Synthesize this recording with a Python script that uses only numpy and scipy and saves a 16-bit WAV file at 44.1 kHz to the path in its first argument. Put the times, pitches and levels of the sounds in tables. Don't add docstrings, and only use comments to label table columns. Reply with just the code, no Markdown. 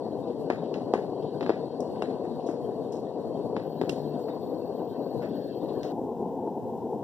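import sys
import numpy as np
from scipy import signal
from scipy.fft import rfft, irfft, next_fast_len
from scipy.io import wavfile
from scipy.ndimage import uniform_filter1d

SR = 44100
rng = np.random.default_rng(int(sys.argv[2]) if len(sys.argv) > 2 else 0)


def digitize_waveform(pressure):
    field = np.atleast_2d(pressure).T
    bounded = np.clip(field, -1, 1)
    quanta = np.round(bounded * 32767).astype(np.int16)
    wavfile.write(sys.argv[1], SR, quanta)


def level_to_linear(level):
    exponent = np.asarray(level, float) / 20
    return 10 ** exponent


N = 310023
T = np.arange(N) / SR
SIZE = next_fast_len(N + 4096)
HZ = np.maximum(np.arange(SIZE // 2 + 1) * SR / SIZE, 1)
CHANGE_S = 5.922
EARLY = np.clip((CHANGE_S - T) / .004, 0, 1)

# frequency in Hz, level in dB per Hz.
ROAR_EARLY = [(29, -75), (50, -56), (77, -29), (147, -9), (191, -8.5), (269, -4), (359, -6), (436, -3),
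              (490, -3.5), (574, -9), (746, -9), (845, -15.5), (983, -17), (1350, -44), (1760, -71.5),
              (2970, -120)]
ROAR_LATE = [(30, -80), (74, -29), (157, -11.5), (258, -3), (312, -8.5), (380, -3), (520, -5), (580, -18.5),
             (680, -10), (900, -10.5), (1050, -23), (1180, -45), (1400, -50), (2500, -100)]
# low roar, upper roar and rumble, all in dB.
FLAME_EARLY = (-33.5, -43.5, -52)
FLAME_LATE = (-34.5, -41, -48.5)
# centre in seconds, half length in seconds, strength in dB.
DRAUGHTS = [
    (.65, 0.16, 5.5),
    (1.353, 0.27, 5.5),
    (2.99, 0.18, 2.5),
    (3.885, 0.16, 8.5),
    (5.277, 0.096, 8.5),
]
ROAR_FOLLOWS, UPPER_FOLLOWS = 0.2, -0.19
# centre in seconds, half length in seconds, upper roar in dB.
SHRINK = (5.47, 0.11, -11.5)

# time in seconds, level in dB.
JET = [(0.0, -69), (0.34, -73), (0.73, -69), (1.05, -71), (1.28, -70.5), (1.42, -68), (3.21, -72.5),
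       (3.86, -70), (3.99, -65), (4.54, -71), (5.23, -69), (5.39, -66), (5.75, -70), (5.8, -66)]
# frequency in Hz, width in Hz, level in dB.
JET_PEAKS = [(1517, 180, 1.5), (1820, 270, 0), (2790, 540, -7), (3190, 200, -6), (3645, 175, -4),
             (3970, 270, -1), (4430, 320, 5), (5550, 380, -14.5), (8330, 140, -12), (13150, 500, -20.5)]
LOWER_FOLLOWS, LOWER_DB = 0.7, -73.5

# frequency in Hz, level in dB per Hz.
HISS = [(700, -35), (1300, 5), (2000, 0.5), (5000, -4.5), (9000, -9), (13000, -17), (16000, -24.5)]
# frequency in Hz, level in dB per Hz.
AIR = [(25, -30.5), (45, -40), (70, -8), (110, 9), (160, 10.5), (250, 2.5), (500, 5.5), (1000, -38)]
PORT_LAG_S = 20 / 44100
# frequency in Hz, width in Hz, depth in dB.
SUM_GAPS = [(2259, 188, -23), (4895, 160, -14.5), (6670, 150, -4.5), (9350, 270, -2), (13350, 110, -8.5)]
DIFFERENCE_GAPS = [(1270, 170, -18), (3400, 110, -29.5)]
LATE_SUM_GAPS = [(2260, 200, -26), (4480, 160, -7), (13300, 200, -5)]

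# start in seconds,
# peak in dB, then middle, top and air in dB re peak.
SPITS = [(.271, -68, 11.5, -15, -15), (1.222, -71, 15, -17, -17), (1.958, -55, -3, -23, -23),
         (2.243, -54, -15, -13, -10), (2.464, -69, 13.5, 16.5, 14), (2.487, -48.5, -11, -11, -10),
         (2.921, -62.5, 3.5, 12, 9), (3.900, -51, 1, -3, 1), (.746, -49, -4, -8, -14),
         (5.855, -59, 0, -6, -9), (5.920, -49, -3, -10, -10), (4.189, -72, -4, 5, 13.5),
         (4.282, -50, -14, -26, -26), (5.221, -44, -7.5, -24, -18), (5.842, -51, -4, -5, -9),
         (.637, -61, 5, -16, -13), (1.703, -68, -5, -13, -15), (2.1006, -55, -1, -15, -15),
         (2.394, -66, 7, -12, -15), (2.427, -70, 2, 3, 2), (2.7756, -77, -9, -12, -15),
         (3.2191, -68, -8, -10, -14), (3.3677, -69, 2, -12, -16), (5.684, -63, 8, -7, -8)]
SPIT_TAIL_DB, SPIT_TAIL_PER_DB = -2.5, -0.0454
# start in seconds, peak in dB, then middle, top and air in dB re peak.
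CRACKS = [(0.5014, -25, -7.5, -18, -21), (0.741, -42, 3, -4, -18), (0.9372, -25, -7.5, -15.5, -17),
          (1.4090, -35.5, -2, -28, -36), (1.4282, -35.5, -2.5, -28, -36), (1.463, -33, -5.5, -25, -31),
          (1.4939, -27, -6.5, -31, -36), (1.8050, -59.5, 6, 19.5, 19), (2.007, -63, -7, -14, -14),
          (2.0218, -31, -5.5, -28, -12), (3.5654, -33, -2.5, -25, -29), (3.8140, -31.5, -4.5, -18, -15),
          (3.8943, -40, 7, 6, 6.5), (5.8320, -43.5, 5, 2, -8)]
CRACK_TAIL_DB, CRACK_TAIL_PER_TOP = -17, -0.065
SPIT_PAN_DB, CRACK_PAN_DB = 1.5, 2.5
TICK_LIKENESS = 0.87
GRAIN_DB, CRACK_GAP_SHARE = 2.5, 0.35

# start in seconds, peak in
# dB, pitch in Hz, left over right in dB, overtone re pitch in dB.
THUMPS = [(.5010, -6, 379, 5, 9), (0.9375, -2.5, 440, 1.5, 10), (.9415, -14.5, 520, 7, 4),
          (.5082, -17.5, 596, 4, 3), (.5122, -19, 480, 17, 1), (1.4283, -21, 560, 6, 13),
          (6.4762, -18, 350, 3, -21), (1.4395, -22.5, 400, 5, 1), (1.4735, -23, 400, 8, 0),
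          (5.851, -21, 418, 4, -7), (.9512, -17, 600, 9, 8), (0.9547, -17, 401, 7, -6),
          (0.9567, -15.5, 436, 4, -15), (1.4088, -18.5, 520, 6, 8), (1.463, -20, 436, 6, 6),
          (1.494, -6.5, 443, 5.5, -7), (1.5030, -8, 367, 8, 7), (0.5287, -20, 375, 6, -4),
          (2.0226, -10, 440, 4.5, 4), (2.4887, -16.5, 338, 10, -5), (3.566, -15, 544, 6, 13),
          (3.8136, -11, 378, 3, 5), (3.8190, -16, 449, 11, -9), (3.8365, -17, 397, 6, -3)]
PUSH_HZ, PUSH_DB = 155, -18

# start in seconds, peak in dB, brightness in dB per octave, left over right in dB.
PINGS = [
    (.7402, -40, -8, 7),
    (.745, -43, -8, 7),
    (0.66, -54, -8, 2.5),
    (3.8942, -30.5, 0, -15),
    (3.8958, -41, -1, -7),
    (5.832, -49, 2, .5),
    (2.0225, -34, -10, 5),
    (2.9225, -56, 6, 4),
]
# frequency in Hz, level in dB, t60 in seconds.
WALL = [(2780, 5, 0.02), (3110, 0, .012), (4050, -10, 0.0098), (5390, -0.5, 0.013), (5600, -13, 0.01),
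        (7750, -11, .01), (8600, -17, 0.01), (11900, -18, .006)]

# start and end in seconds, level in dB, share switched off, echo in dB, tick length in seconds.
BUZZ = [
    (3.63175, 5.92, -49, .48, -20, .00015),
    (5.92405, 7.03, -58.5, 0.0, -9, .00028),
]
BUZZ_PERIOD_S, PAIR_S, BUZZ_HZ = .008, 20 / 14870, 15200
# centre in seconds, half length in seconds, pitch in Hz, level in dB.
HUM = [
    (3.7, 0.044, 152, -44.5),
    (3.83, 0.11, 160.8, -48.5),
    (4.097, 0.089, 150.5, -43.5),
]


def rms_one(x):
    return x / np.sqrt(np.mean(x ** 2) + 1e-20)


def over_hz(points):
    hz, db = np.transpose(points)
    return level_to_linear(np.interp(np.log(HZ), np.log(hz), db))


def swell(s, half):
    return np.exp(-((T - s) / half) ** 2)


def drift(rate):
    r = np.exp(-80 * np.pi * rate / SR)
    slow = signal.lfilter([1], [1, -2 * r, r * r], rng.standard_normal(N // 40 + 2002))[2000:]
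    return np.interp(np.arange(N) / 40, np.arange(len(slow)), rms_one(slow))


def turbulence(gain, centres, together_db, own_db, rate):
    bins = rfft(rng.standard_normal(SIZE)) * gain / np.sqrt(np.mean(gain ** 2))
    shared = together_db * drift(rate)
    bands = []
    for one in np.eye(len(centres)):
        share = np.interp(np.log(HZ), np.log(centres), one)
        bands.append(irfft(bins * share, SIZE)[:N] * level_to_linear(shared + own_db * drift(rate)))
    return np.array(bands)


def ring(x, hz, t60):
    r, w = level_to_linear(-60 / (t60 * SR)), 2 * np.pi * hz / SR
    return signal.lfilter([0, np.sin(w)], [1, -2 * r * np.cos(w), r * r], x)


def ports(left, right_low_db, right_high_db):
    bass_turn = 2.3 * np.clip((HZ - 1450) / 400, 0, 1)
    turn = np.where(HZ < 2500, bass_turn, np.pi - 2 * np.pi * HZ * PORT_LAG_S)
    tilt = over_hz([(700, right_low_db), (1200, right_high_db)])
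    return np.array([left, irfft(rfft(left, SIZE) * tilt * np.exp(1j * turn), SIZE)[:N]])


def through_ports(track, low_db, high_db):
    return np.array([track[0], ports(track[1], low_db, high_db)[1]])


def dark_bands(steady, sum_gaps, depth):
    gains = []
    for gaps in (sum_gaps, DIFFERENCE_GAPS):
        gap_db = sum(db * np.exp(-((HZ - hz) / width) ** 4) for hz, width, db in gaps)
        gains.append(level_to_linear(depth * gap_db))
    both = rfft([steady[0] + steady[1], steady[0] - steady[1]], SIZE)
    mid, side = irfft(both * gains, SIZE)[:, :N] / 2
    return np.array([mid + side, mid - side])


def add(track, s, sound, pan_db):
    i = round(s * SR)
    track[:, i:i + sound.shape[-1]] += sound[..., :N - i] * level_to_linear([[pan_db / 2], [-pan_db / 2]])


def flame():
    draught_db = sum(db * swell(s, half) for s, half, db in DRAUGHTS)
    low_db, upper_db, rumble_db = [np.where(T < CHANGE_S, a, b) for a, b in zip(FLAME_EARLY, FLAME_LATE)]
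    low_db = low_db + ROAR_FOLLOWS * draught_db
    rumble_db = rumble_db + draught_db
    upper_db = upper_db + UPPER_FOLLOWS * draught_db + SHRINK[2] * swell(*SHRINK[:2])
    centres = np.geomspace(70, 1300, num=9)
    upper_share = np.clip(np.log2(centres / 500), 0, 1)[:, None]
    rumble_share = np.clip(np.log2(280 / centres), 0, 1)[:, None]
    upper_lift = (upper_db - low_db + 7.5) * upper_share
    rumble_lift = (rumble_db - low_db + 14.5) * rumble_share
    gain = level_to_linear(low_db + 3.5 + upper_lift + rumble_lift)
    early, late = [(turbulence(over_hz(color), centres, 1.87, 0.4, 28) * gain).sum(axis=0)
                   for color in (ROAR_EARLY, ROAR_LATE)]
    return EARLY * ports(early, -6.5, -2.3) + (1 - EARLY) * ports(late, -2.7, -4.5) * level_to_linear(-0.64)


def jet():
    upper_db = np.interp(T, *np.transpose(JET))
    lower_db = LOWER_DB + LOWER_FOLLOWS * (upper_db - upper_db.mean())
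    power = sum(level_to_linear(2 * db) / (1 + (2 * (HZ - hz) / width) ** 2) ** 2 for hz, width, db in JET_PEAKS)
    centres = [1300, 1520, 1700, 1900, 2400, 2650, 2900, 3150, 3450, 3700, 4000, 4400]
    patches = turbulence(np.sqrt(power) * (HZ < 4200), centres, 0.67, 5.5, 11.3)
    whistle = turbulence(np.sqrt(power) * (HZ >= 4200), [4400, 5500, 9000], .5, 1, 5)
    low = patches[:4].sum(axis=0) * level_to_linear(lower_db + 6.5)
    high = patches[4:].sum(axis=0) * level_to_linear(4.0) + whistle.sum(axis=0) * level_to_linear(7.0)
    pair = ports(low + high * level_to_linear(upper_db), -1.5, -2.4)
    pair[1] += level_to_linear(-12.5) * np.roll(pair[1], 1500)
    return pair * EARLY


def capsule_hiss():
    left, right, common = [turbulence(over_hz(HISS), [100, 8000], .1, .1, 3).sum(axis=0) for _ in range(3)]
    air = np.array([turbulence(over_hz(AIR), [60, 300], 3.44, 1.7, 9.7).sum(axis=0) for _ in range(2)])
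    hiss = np.array([left, right]) + 0.73 * ports(common, .1, .1)
    return level_to_linear(-71.0) * hiss + level_to_linear([[-46], [-48]]) * air


def spits_and_cracks():
    (track, tails), click = np.zeros((2, 2, N)), np.eye(1, 9000)[0]
    age = np.arange(9000) / SR
    edges = [1000, 2300], [2350, 4650], [5000, 6300], [6300, 9200], [9200, 13000]
    bands = [signal.butter(3, pair, "band", fs=SR, output="sos") for pair in edges]
    ticks = [(*row, SPIT_PAN_DB, SPIT_TAIL_DB + SPIT_TAIL_PER_DB * (row[1] + 60)) for row in SPITS]
    ticks += [(*row, CRACK_PAN_DB, CRACK_TAIL_DB + CRACK_TAIL_PER_TOP * (row[3] + 10)) for row in CRACKS]
    for s, db, middle_db, top_db, air_db, pan_db, tail_db in ticks:
        left, other, lumps = rng.standard_normal((3, 9000))
        right = TICK_LIKENESS * left + np.sqrt(1 - TICK_LIKENESS ** 2) * other
        noise = np.array([left, right])
        splinters = level_to_linear(-60 * age / 0.019 - 11.5)
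        grain = level_to_linear(GRAIN_DB * rms_one(uniform_filter1d(lumps, size=50)) + 2.0)
        gate = (1 - np.exp(-age / 0.0012)) * np.exp(-(age / 0.32) ** 4) * grain
        fade = level_to_linear(tail_db - 7.0 - 60 * age / 0.36) * gate
        levels = (db + 3.0, db + middle_db + 3.0, db + top_db + 1.0, db + air_db - 2.5, db + air_db - 10.5)
        crack = tail = 0
        for band, band_db in zip(bands, levels):
            snap = signal.sosfilt(band, click)
            gain = level_to_linear(band_db)
            norm = np.sqrt(np.sum(snap ** 2))
            crack = crack + gain * (signal.sosfilt(band, splinters * noise) / norm - snap / snap.max())
            tail = tail + gain * signal.sosfilt(band, fade * noise) / norm
        add(track, s, crack, pan_db)
        add(tails, s, tail, pan_db)
    return [through_ports(x, 0.084, 0.082) for x in (track, tails * EARLY)]


def thumps():
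    cloth, click = np.zeros((2, N)), np.eye(1, 9000)[0]
    soft = signal.butter(2, [190, 1400], "band", fs=SR, output="sos")
    slack = signal.butter(2, [75, 330], "band", fs=SR, output="sos")
    push = level_to_linear(PUSH_DB) * signal.sosfilt(slack, ring(click, PUSH_HZ, 0.014))
    for s, db, hz, pan_db, overtone_db in THUMPS:
        body = ring(click, hz, 9.9 / hz) + level_to_linear(overtone_db) * ring(click, 1.55 * hz, 0.0072)
        body = signal.sosfilt(np.vstack([soft, soft]), -body)
        add(cloth, s, level_to_linear(db - 4.0) * (body / np.abs(body).max() + push), pan_db)
    return through_ports(cloth, 0.084, 0.082)


def kettle():
    track, age = np.zeros((2, N)), np.arange(4000) / SR
    contact = level_to_linear(-60 * age / 0.0089)
    for s, db, slope_db, pan_db in PINGS:
        sound = 0
        for hz, level_db, t60 in WALL:
            mode = rms_one(ring(rng.standard_normal(4000) * contact, hz, t60))
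            sound = sound + level_to_linear(level_db + slope_db * np.log2(hz / 2790)) * mode
        add(track, s, level_to_linear(db) * sound / np.abs(sound).max(), pan_db)
    return through_ports(track, .1, .1)


def buzz():
    out, offset = np.zeros(N + 200), np.arange(-40, 40)
    fizz_band = signal.butter(3, [13200, 15600], "band", fs=SR, output="sos")
    for start, end, db, off, echo_db, length in BUZZ:
        times = np.arange(start, end, BUZZ_PERIOD_S)
        state = uniform_filter1d(rng.standard_normal(len(times)), size=2)
        gain = level_to_linear(db - 9.5 * (state < np.quantile(state, off)))
        slip = off * 1.5e-5 * rng.standard_normal(len(times))
        fizz = signal.sosfilt(fizz_band, rng.standard_normal(N))
        out[:N] += off * level_to_linear(-5.0) * fizz * np.interp(T, times, gain, left=0, right=0)
        for step in range(-1, 3):
            at = (times + slip + step * PAIR_S) * SR
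            age = (np.round(at) - at)[:, None] + offset
            tick = np.exp(-(age / (length * SR)) ** 2) * np.cos(2 * np.pi * BUZZ_HZ / SR * age)
            weight = (-1.) ** step * level_to_linear(echo_db * (step not in (0, 1)))
            np.add.at(out, np.round(at).astype(int)[:, None] + offset, tick * gain[:, None] * weight)
    return ports(out[:N], -2.5, -2.6)


def hum():
    out = 0
    for s, half, hz, db in HUM:
        phase = 2 * np.pi * np.cumsum(hz + 2.89 * drift(7.0)) / SR
        out = out + level_to_linear(db + 10.5) * swell(s, half) * np.sin(phase)
    return ports(out, -8.0, -2.1)


def scene():
    steady = flame() + jet() + capsule_hiss()
    cracks, tails = spits_and_cracks()
    rest = dark_bands(cracks, SUM_GAPS, CRACK_GAP_SHARE) + thumps() + kettle() + buzz() + hum()
    deep = np.clip(0.6 + 0.45 * drift(5.0), 0, 1)
    hissing = steady + tails
    early = deep * dark_bands(hissing, SUM_GAPS, 1.2) + (1 - deep) * dark_bands(hissing, SUM_GAPS, 0.72)
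    late = dark_bands(steady, LATE_SUM_GAPS, 0.91)
    return EARLY * early + (1 - EARLY) * late + rest


def top_cut(x):
    return signal.sosfilt(signal.butter(12, 16210, fs=SR, output="sos"), x)


def record(dry):
    top = signal.ellip(10, .5, 60, 15540, fs=SR, output="sos")
    mix = signal.sosfilt(top, dry)
    return top_cut(mix)


dry = scene()
out = record(dry)
digitize_waveform(out)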